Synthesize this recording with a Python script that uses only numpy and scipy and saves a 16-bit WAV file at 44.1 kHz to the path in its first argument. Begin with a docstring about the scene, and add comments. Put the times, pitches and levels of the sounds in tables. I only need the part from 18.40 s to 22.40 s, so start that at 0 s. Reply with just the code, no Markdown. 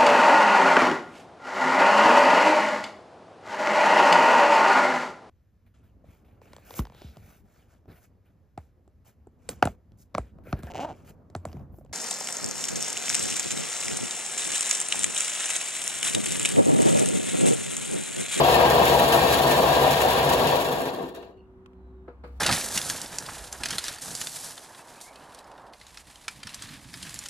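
"""A small bandsaw coasting to rest

In a quiet workshop a bandsaw idles close by, is switched off and runs down. Wheels and blade drive
the sheet-metal cabinet into rattling resonance, and friction in the guides makes the blade hiss, lap
after lap. The motor hums on until a clunk; a second knock follows while a low hum swells."""
import sys
import numpy as np
from scipy import signal
from scipy.fft import rfft, irfft, next_fast_len
from scipy.io import wavfile
from scipy.ndimage import map_coordinates

SR = 44100
rng = np.random.default_rng(int(sys.argv[2]) if len(sys.argv) > 2 else 0)


def inscribe(sig):
    """Save sig as 16-bit PCM at rate SR to the path in sys.argv[1].

    A 1-D sig is mono; a 2-D sig holds one channel per row.
    Samples are clipped to [-1, 1] before scaling.
    """
    pcm = np.round(np.clip(np.atleast_2d(sig).T, -1, 1) * 32767)
    wavfile.write(sys.argv[1], SR, pcm.astype(np.int16))


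N = 176400
T = np.arange(N) / SR
FFT_SIZE = next_fast_len(N + SR)
F = np.maximum(np.arange(FFT_SIZE // 2 + 1) * SR / FFT_SIZE, 1)

# Spectra of the noise sources (frequency [Hz], relative level [dB])
WORKSHOP_SPECTRUM = [(25, -12.5), (60, 7.5), (130, -5.5), (280, -4), (500, -17), (1000, -15), (2000, -34.5),
                     (3500, -43.5), (5000, -52.5), (16000, -59)]
RUSTLE_SPECTRUM = [(300, 10), (1500, -7), (4500, -12), (6000, -16), (8000, -17), (16000, -16)]
CLACK_SPECTRUM = [(100, -2), (200, 10.5), (500, 8), (850, 1), (1300, 5), (1800, -9), (2250, -7),
                  (3400, -19.5), (4500, -12), (6000, -34), (8000, -24), (16000, -28)]
TICK_SPECTRUM = [(400, -2), (1200, 9), (1800, -2), (2700, 3), (4500, -15), (5800, -17), (8000, -16),
                 (11000, -26), (16000, -32)]
CHATTER_SPECTRUM = [(700, -26), (1400, -11.5), (2100, -3), (3200, 1), (4400, -6.5), (5200, -9.5),
                    (7000, -26), (16000, -67)]
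HISS_SPECTRUM = [(2500, -15.5), (4800, -2.5), (6000, 0.5), (7100, 5.5), (9400, -2.5), (10900, 4.5),
                 (13000, 0), (16000, 1.5)]
PANEL_SPECTRUM = [(25, -64), (55, -14), (110, -18), (170, -10.5), (260, -15), (520, -4.5), (900, -19),
                  (1300, -23), (2000, -31), (4000, -69.5)]
# Stereo image (frequency [Hz], level ratio [dB])
SIDE_OVER_MID = [(50, -9.5), (200, -14), (500, -7.5), (900, -9.5), (1500, 2), (2500, 2.5)]
LEFT_OVER_RIGHT = [(60, 10), (140, -1), (350, 2), (520, 0), (700, 4.5), (1000, 5), (1700, 1.5), (4000, 3)]
# Run-down of the drive (time [s], speed [fraction of full])
DRIVE_SPEED = [(0, 1), (1.0, 0.98), (2.1, 0.92), (2.5, .55), (2.85, 0.15), (3.1, 0.016)]
# Drive vibration at full speed (frequency [Hz], level [dB])
DRIVE_PARTIALS = [(62.5, -47), (74.3, -40), (100, -48), (125.3, -44), (138, -39.5), (146, -42), (469, -42)]
# Electric hum (harmonic number, level [dB])
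HUM_HARMONICS = [(3, -62), (4, -62), (6, -55), (8, -73), (11, -78.5)]
# Closing low hum (time [s], level [dB])
LOW_HUM_LEVELS = [(3.0, -73.5), (3.1, -53), (3.22, -65), (3.32, -70.5), (3.38, -52), (3.54, -48),
                  (3.66, -51), (3.8, -47.5), (3.97, -40.5)]
# Knocks (time [s], thud [dB], bounce [dB], clack [dB], clack T60 [s], clack cutoff [Hz],
# bandwidth factor)
FRAME_KNOCKS = [(3.6825, -33, -1, -43.5, 0.17, 2200, 0.86), (3.841, -40, -21, -42, 0.18, 6000, 0.46)]
# Frame modes (frequency [Hz], base bandwidth [Hz], first knock [dB], second knock [dB])
FRAME_MODES = [(192, 48, -13, -17), (395, 21, 3, -22), (420, 23, 5, -16), (479, 14, 3, 2),
               (590, 20, -19, -15), (690, 15, -7, -17), (1270, 25, -20, -9), (1464, 25, -10, -16),
               (1640, 30, -20, -10)]
# Last ticks of the blade (time [s], level [dB], T60 [s])
BLADE_TICKS = [(2.749, -54, .06), (2.826, -47, 0.09), (2.971, -67, .1), (3.26, -46, 0.023),
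               (3.333, -60, .018)]
# Squeals (centre time [s], half-width [s], frequency [Hz], fall [Hz/s], level [dB])
BLADE_SQUEALS = [(2.993, 0.054, 2830, 800, -74), (2.99, 0.035, 4400, 4000, -85),
                 (3.498, 0.17, 3900, 1400, -90)]
# The blade catches its guides (time [s], added chatter [dB], added hiss [dB], T60 [s])
BLADE_CATCHES = [(0.033, -3.5, -2, .15), (0.094, -8.5, -7.5, .12), (0.138, -5, 0, .08),
                 (0.299, -4.5, 5.5, .05), (0.452, -5, 3, .16), (0.59, -9.5, -1.5, .15),
                 (0.68, -12, -2.5, .15), (0.721, -4.5, 1, .2), (0.79, -4, -7.5, .12), (0.88, -7.5, -3, .14),
                 (0.923, -4.5, 3.5, .04), (0.936, -5, 1.5, .05), (1.017, -14, -2, .3), (1.11, -6, -5, .2),
                 (1.35, -4, -3.5, .15), (1.505, -7.5, 0.5, .08), (1.604, -11.5, 0.5, .12),
                 (1.701, -3, -0.5, .12), (1.89, -1, -1.5, .12), (1.93, -10.5, -2, .1),
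                 (1.993, -11, -2, .15), (2.07, -6, 4, .15), (2.245, 0, 0, .09), (2.284, -2.5, 2, .06),
                 (2.455, 4, -6.5, .1), (2.495, -10, 3, .04), (2.545, -0.5, -2, .08), (2.6, -1.5, -11.5, .1),
                 (2.68, 0.5, -3.5, .08), (2.748, -2.5, 14.5, .025), (2.761, -4, 6, .02),
                 (2.905, -3, 5, .08)]
# Modes of blade with guides, and of the cabinet (frequency [Hz], bandwidth [Hz], level [dB])
GUIDE_MODES = [(1430, 26, 2.5), (1547, 27, -2.5), (1625, 26, 11.5), (1803, 27, 9.5), (2100, 110, -5.5),
               (2370, 28, 2), (2615, 60, 0.5), (2780, 45, 6.5), (3383, 80, 2), (3710, 17, -3.5),
               (3886, 48, 4.5), (4340, 77, 1.5), (5920, 50, -8.5), (7130, 40, -5)]
CABINET_MODES = [(142.7, 10, 0), (190.8, 15, -5.5), (270.5, 52, -7), (352, 17, 2.5), (392.5, 50, -3),
                 (474, 23, 0), (488.4, 20, 3.5), (598, 29.4, 1.5), (679.8, 22, 9), (754, 40, 1.5),
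                 (829.3, 16, 1.5), (954, 54, -2), (1042, 53, -5), (1133, 62, -6)]
# Surges of the cabinet (centre time [s], half-width [s], gain [dB])
CABINET_SURGES = [(0.2, 0.014, 2.5), (0.41, 0.045, 1.5), (0.673, 0.04, -0.5), (0.756, 0.012, 3.5)]
# Relative levels of the running saw (time [s], rattle [dB], chatter [dB], hiss [dB], boom [dB])
RUNNING_LEVELS = [(0.0, -16, -28, -38.5, -20.5), (0.05, -21.5, -31.5, -37.5, -29.5),
                  (0.17, -20.5, -29, -37.5, -30.5), (0.61, -21.5, -30.5, -36.5, -27.5),
                  (1.77, -22.5, -31.5, -37, -31.5), (2.1, -24.5, -32.5, -41.5, -28),
                  (2.15, -22, -32.5, -41.5, -32.5), (2.24, -30.5, -37, -42.5, -35),
                  (2.36, -28, -38.5, -44, -31.5), (2.69, -40.5, -53, -64.5, -39),
                  (2.735, -51, -62, -79, -44), (2.752, -45, -49.5, -62, -44),
                  (2.84, -48.5, -59, -74, -47.5), (2.93, -56, -70.5, -93, -51.5),
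                  (3.05, -83, -79, -107, -50)]


def amp(db):
    """Amplitude ratio of a level in decibels."""
    return 10 ** (np.asarray(db) / 20)


def unit(x):
    """Normalisation to unit RMS."""
    return x / np.sqrt(np.mean(x ** 2))


def curve(rows, column=1):
    """Linear interpolation of a time table."""
    rows = np.array(rows)
    return np.interp(T, rows[:, 0], rows[:, column])


def colour(points):
    """Spectral envelope, interpolated over log frequency."""
    hz, db = np.array(points).T
    return amp(np.interp(np.log(F), np.log(hz), db))


def modes(rows):
    """Superposition of damped resonators."""
    return sum(amp(db) / (1 + 1j * (F / hz - hz / F) * hz / width) for hz, width, db in rows)


def modal_power(rows):
    """Power sum of resonances with steepened skirts."""
    return sum(abs(modes([row])) ** 2 / (1 + (F / row[0] - row[0] / F) ** 2) for row in rows)


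def through(x, response):
    """Linear filtering: the spectrum times a frequency response."""
    return irfft(rfft(x, FFT_SIZE) * response, FFT_SIZE)[..., :N]


def delay(seconds):
    """A delay shifts phase in proportion to frequency."""
    return np.exp(-2j * np.pi * F * seconds)


def diffuse_tail(t60):
    """Response of an exponential noise decay of unit energy."""
    tail = rng.standard_normal(N) * amp(-60 * T / t60)
    return rfft(tail / np.linalg.norm(tail), FFT_SIZE)


def wander(cutoff_hz):
    """Random fluctuation: low-passed noise of unit RMS."""
    return unit(through(rng.standard_normal(N), 1 / (1 + (F / cutoff_hz) ** 4)))


def burst(start, t60, attack_s):
    """Envelope of a blow: linear rise, exponential decay."""
    return np.clip((T - start) / attack_s, 0, 1) * amp(-60 * np.maximum(T - start, 0) / t60)


def stereo_noise(spectrum):
    """Coloured noise whose channels are most coherent in the bass."""
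    mid, side = rng.standard_normal((2, N))
    side = through(side, colour(SIDE_OVER_MID))
    return unit(through(np.array([mid + side, mid - side]), colour(spectrum)))


def drive_phase(full_speed_hz):
    """The phase of a driven part is the integral of its speed."""
    return 2 * np.pi * full_speed_hz * np.cumsum(curve(DRIVE_SPEED)) / SR


def running_gain(column, stop_s=2.89, fade_db_per_s=87):
    """Envelope of a running layer, with added exponential decay as the blade stops."""
    return amp(curve(RUNNING_LEVELS, column) - fade_db_per_s * np.maximum(T - stop_s, 0))


def impacts(per_s, scatter_db):
    """A Poisson train of tiny impacts, sparser as the drive slows."""
    chance = per_s * np.maximum(curve(DRIVE_SPEED), .45) / SR
    hits = (rng.random(N) < chance) * np.sign(rng.standard_normal(N))
    return unit(hits * amp(scatter_db * rng.standard_normal(N)) / np.sqrt(chance))


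def rubbing(per_s, scatter_db, t60, wet, contacts=2):
    """Incoherent sum of contact points, each with its own impacts and short ring."""
    return unit(sum(through(impacts(per_s, scatter_db), 1 + wet * diffuse_tail(t60))
                    for _ in range(contacts)))


def workshop(level_db=-54.5):
    """Ambient sound: stationary noise, strongest in the bass."""
    return stereo_noise(WORKSHOP_SPECTRUM) * amp(level_db)


def rustle(start_s=3.85, level_db=-68.5, uneven_db=3):
    """Random amplitude modulation of noise is heard as a soft rustle."""
    return stereo_noise(RUSTLE_SPECTRUM) * amp(level_db + uneven_db * wander(25)) * (T > start_s)


def squeals(waver_hz=80, rough_db=4.0):
    """Faint falling tones as the blade comes to rest, roughened by random modulation."""
    out = 0
    for centre, half_width, hz, fall, db in BLADE_SQUEALS:
        pitch = hz - fall * (T - centre) + waver_hz * wander(251)
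        envelope = amp(db + rough_db * wander(120)) * np.exp(-((T - centre) / half_width) ** 2)
        out = out + envelope * np.sin(2 * np.pi * np.cumsum(pitch) / SR)
    return np.sqrt(2) * out


def motor(hum_hz=62.9, hum_end_s=3.69, low_hz=64.8):
    """Forced vibration sinks with drive speed; the electric hum and closing low hum hold their pitch."""
    drive = sum(amp(db + wander(2.3)) * np.sin(drive_phase(hz) + rng.uniform(0, 2 * np.pi))
                for hz, db in DRIVE_PARTIALS)
    hum = sum(amp(db - 2 * wander(6.5)) * np.sin(2 * np.pi * (k * hum_hz * T + rng.random()))
              for k, db in HUM_HARMONICS)
    hum_gate = np.clip((hum_end_s - T) / 0.029, 0, 1)
    low_hum = amp(curve(LOW_HUM_LEVELS)) * np.sin(2 * np.pi * low_hz * T)
    return np.sqrt(2) * (drive * curve(DRIVE_SPEED) ** 5.8 + hum * hum_gate + low_hum)


def knocks(bounce_s=.006, contact_hz=1100, clack_lead_s=0.0059, attack_s=0.0047, pan_db=2):
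    """Impulse response of the frame: two bouncing blows excite its modes, each with a noisy clack."""
    out = 0
    for k, (start, thud_db, bounce_db, clack_db, t60, cutoff_hz, damping) in enumerate(FRAME_KNOCKS):
        ring = modes([(hz, width * damping, db[k]) for hz, width, *db in FRAME_MODES])
        contact = (1 + amp(bounce_db) * delay(bounce_s)) / (1 + 1j * F / contact_hz) ** 2
        thud = through(1. * (np.arange(N) == int(start * SR)), ring * contact)
        envelope = burst(start - clack_lead_s, t60, attack_s) + amp(-18) * burst(start, 0.96, attack_s)
        clack = through(stereo_noise(CLACK_SPECTRUM) * envelope, 1 / (1 + (F / cutoff_hz) ** 2))
        out = out + amp(thud_db) * thud / abs(thud).max() + amp(clack_db) * clack
    return out * amp(np.array([[pan_db], [-pan_db]]) / 2)


def ticks():
    """The stopping blade ticks in brief broadband transients."""
    envelope = sum(amp(db) * burst(start, t60, attack_s=.0004) for start, db, t60 in BLADE_TICKS)
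    return stereo_noise(TICK_SPECTRUM) * envelope


def contact_force(column):
    """Friction is steady, with a jump each time the blade catches."""
    return 1 + sum(amp(row[column]) * burst(row[0], row[3], attack_s=.0015) for row in BLADE_CATCHES)


def flex(ring, depth_s=.00025, rate_hz=9):
    """Frequency modulation: the resonances wander as the running blade flexes."""
    warped_time = T + depth_s * wander(rate_hz) * curve(DRIVE_SPEED)
    return np.array([map_coordinates(channel, [warped_time * SR], mode="mirror") for channel in ring])


def guide_chatter(pressure_db, ring_lag_s=.004, gain_db=3):
    """Friction excites modes of blade and guides, which stand out of the rubbing as the blade slows."""
    friction = np.array([rubbing(per_s=1500, scatter_db=4.5, t60=.16, wet=1.39) for _ in range(2)])
    force = friction * amp(0.44 * pressure_db) * contact_force(column=1)
    balance = np.array([colour(LEFT_OVER_RIGHT), np.ones(len(F))])
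    rub = through(force, balance * colour(CHATTER_SPECTRUM)) * (1 - 0.57 * (1 - curve(DRIVE_SPEED)))
    ring = through(force, balance * np.sqrt(modal_power(GUIDE_MODES)) * delay(ring_lag_s))
    return unit(rub + flex(ring)) * running_gain(column=2) * amp(gain_db)


def blade_hiss(pressure_db, diffuse=.2, left_lag_s=0.000221, gain_db=5.5):
    """Dipole radiation: the blade's two faces emit friction noise in opposite phase."""
    direct, left, right = (rubbing(per_s=3000, scatter_db=4.5, t60=0.011, wet=0.82) for _ in range(3))
    faces = np.array([diffuse * left - through(direct, delay(left_lag_s)), diffuse * right + direct])
    hiss = through(faces * amp(pressure_db) * contact_force(column=2), colour(HISS_SPECTRUM))
    return unit(hiss) * running_gain(column=3) * amp(gain_db)


def blade(lap_hz=5.2, lap_db=-0.5, kink_db=0.57, uneven_db=1.15):
    """Contact pressure varies over each lap, more jerkily when slow, and modulates chatter and hiss."""
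    lap = drive_phase(lap_hz)
    jerk_db = uneven_db * wander(26) * (1 + 0.99 * (1 - curve(DRIVE_SPEED)))
    pressure_db = lap_db * np.sin(lap) + kink_db * np.sin(4 * lap) + jerk_db
    return guide_chatter(pressure_db) + blade_hiss(pressure_db)


def cabinet(wheel_hz=9.9, right_lag_s=0.00017, drum_hz=200, clang_hz=720, boom_hz=442):
    """Impacts excite the panel modes; the low boom fades more slowly than the rattle above it."""
    surge_db = sum(db * np.exp(-((T - centre) / width) ** 2) for centre, width, db in CABINET_SURGES)
    shake = amp(-0.05 * np.sin(drive_phase(wheel_hz)) + 0.83 * wander(11) + surge_db)
    mid, side = (shake * rubbing(per_s=900, scatter_db=2.3, t60=0.082, wet=.6, contacts=3)
                 for _ in range(2))
    side = through(side, colour(SIDE_OVER_MID))
    lean = np.sqrt(colour(LEFT_OVER_RIGHT))
    balance = np.array([lean, delay(right_lag_s) / lean])
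    response = np.sqrt(colour(PANEL_SPECTRUM) ** 2 + modal_power(CABINET_MODES))
    panels = through(np.array([mid + side, mid - side]), balance * response)
    # Slower impacts lose their deepest drumming and also sound duller.
    speed = curve(DRIVE_SPEED)
    panels = panels - through(panels, 1 / (1 + (F / drum_hz) ** 8)) * (1 - speed ** 1.1)
    panels = panels - through(panels, 1 / (1 + (clang_hz / F) ** 8)) * (1 - speed ** 0.17)
    bass = through(panels, 1 / (1 + (F / boom_hz) ** 8))
    rattle = unit(panels - bass) * running_gain(column=1) * amp(1.52)
    boom = unit(bass) * running_gain(column=4) * amp(0.87)
    return rattle + boom


def scene():
    """Superposition of the saw and the quiet workshop."""
    return cabinet() + blade() + squeals() + motor() + knocks() + ticks() + rustle() + workshop()


def record(dry, low_cut_hz=42, high_cut_hz=15800):
    """Band limiting removes the deepest bass and the highest treble."""
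    x = signal.sosfilt(signal.butter(4, low_cut_hz, "high", fs=SR, output="sos"), dry)
    return signal.sosfilt(signal.ellip(10, .2, 80, high_cut_hz, fs=SR, output="sos"), x)


dry = scene()
out = record(dry)
inscribe(out)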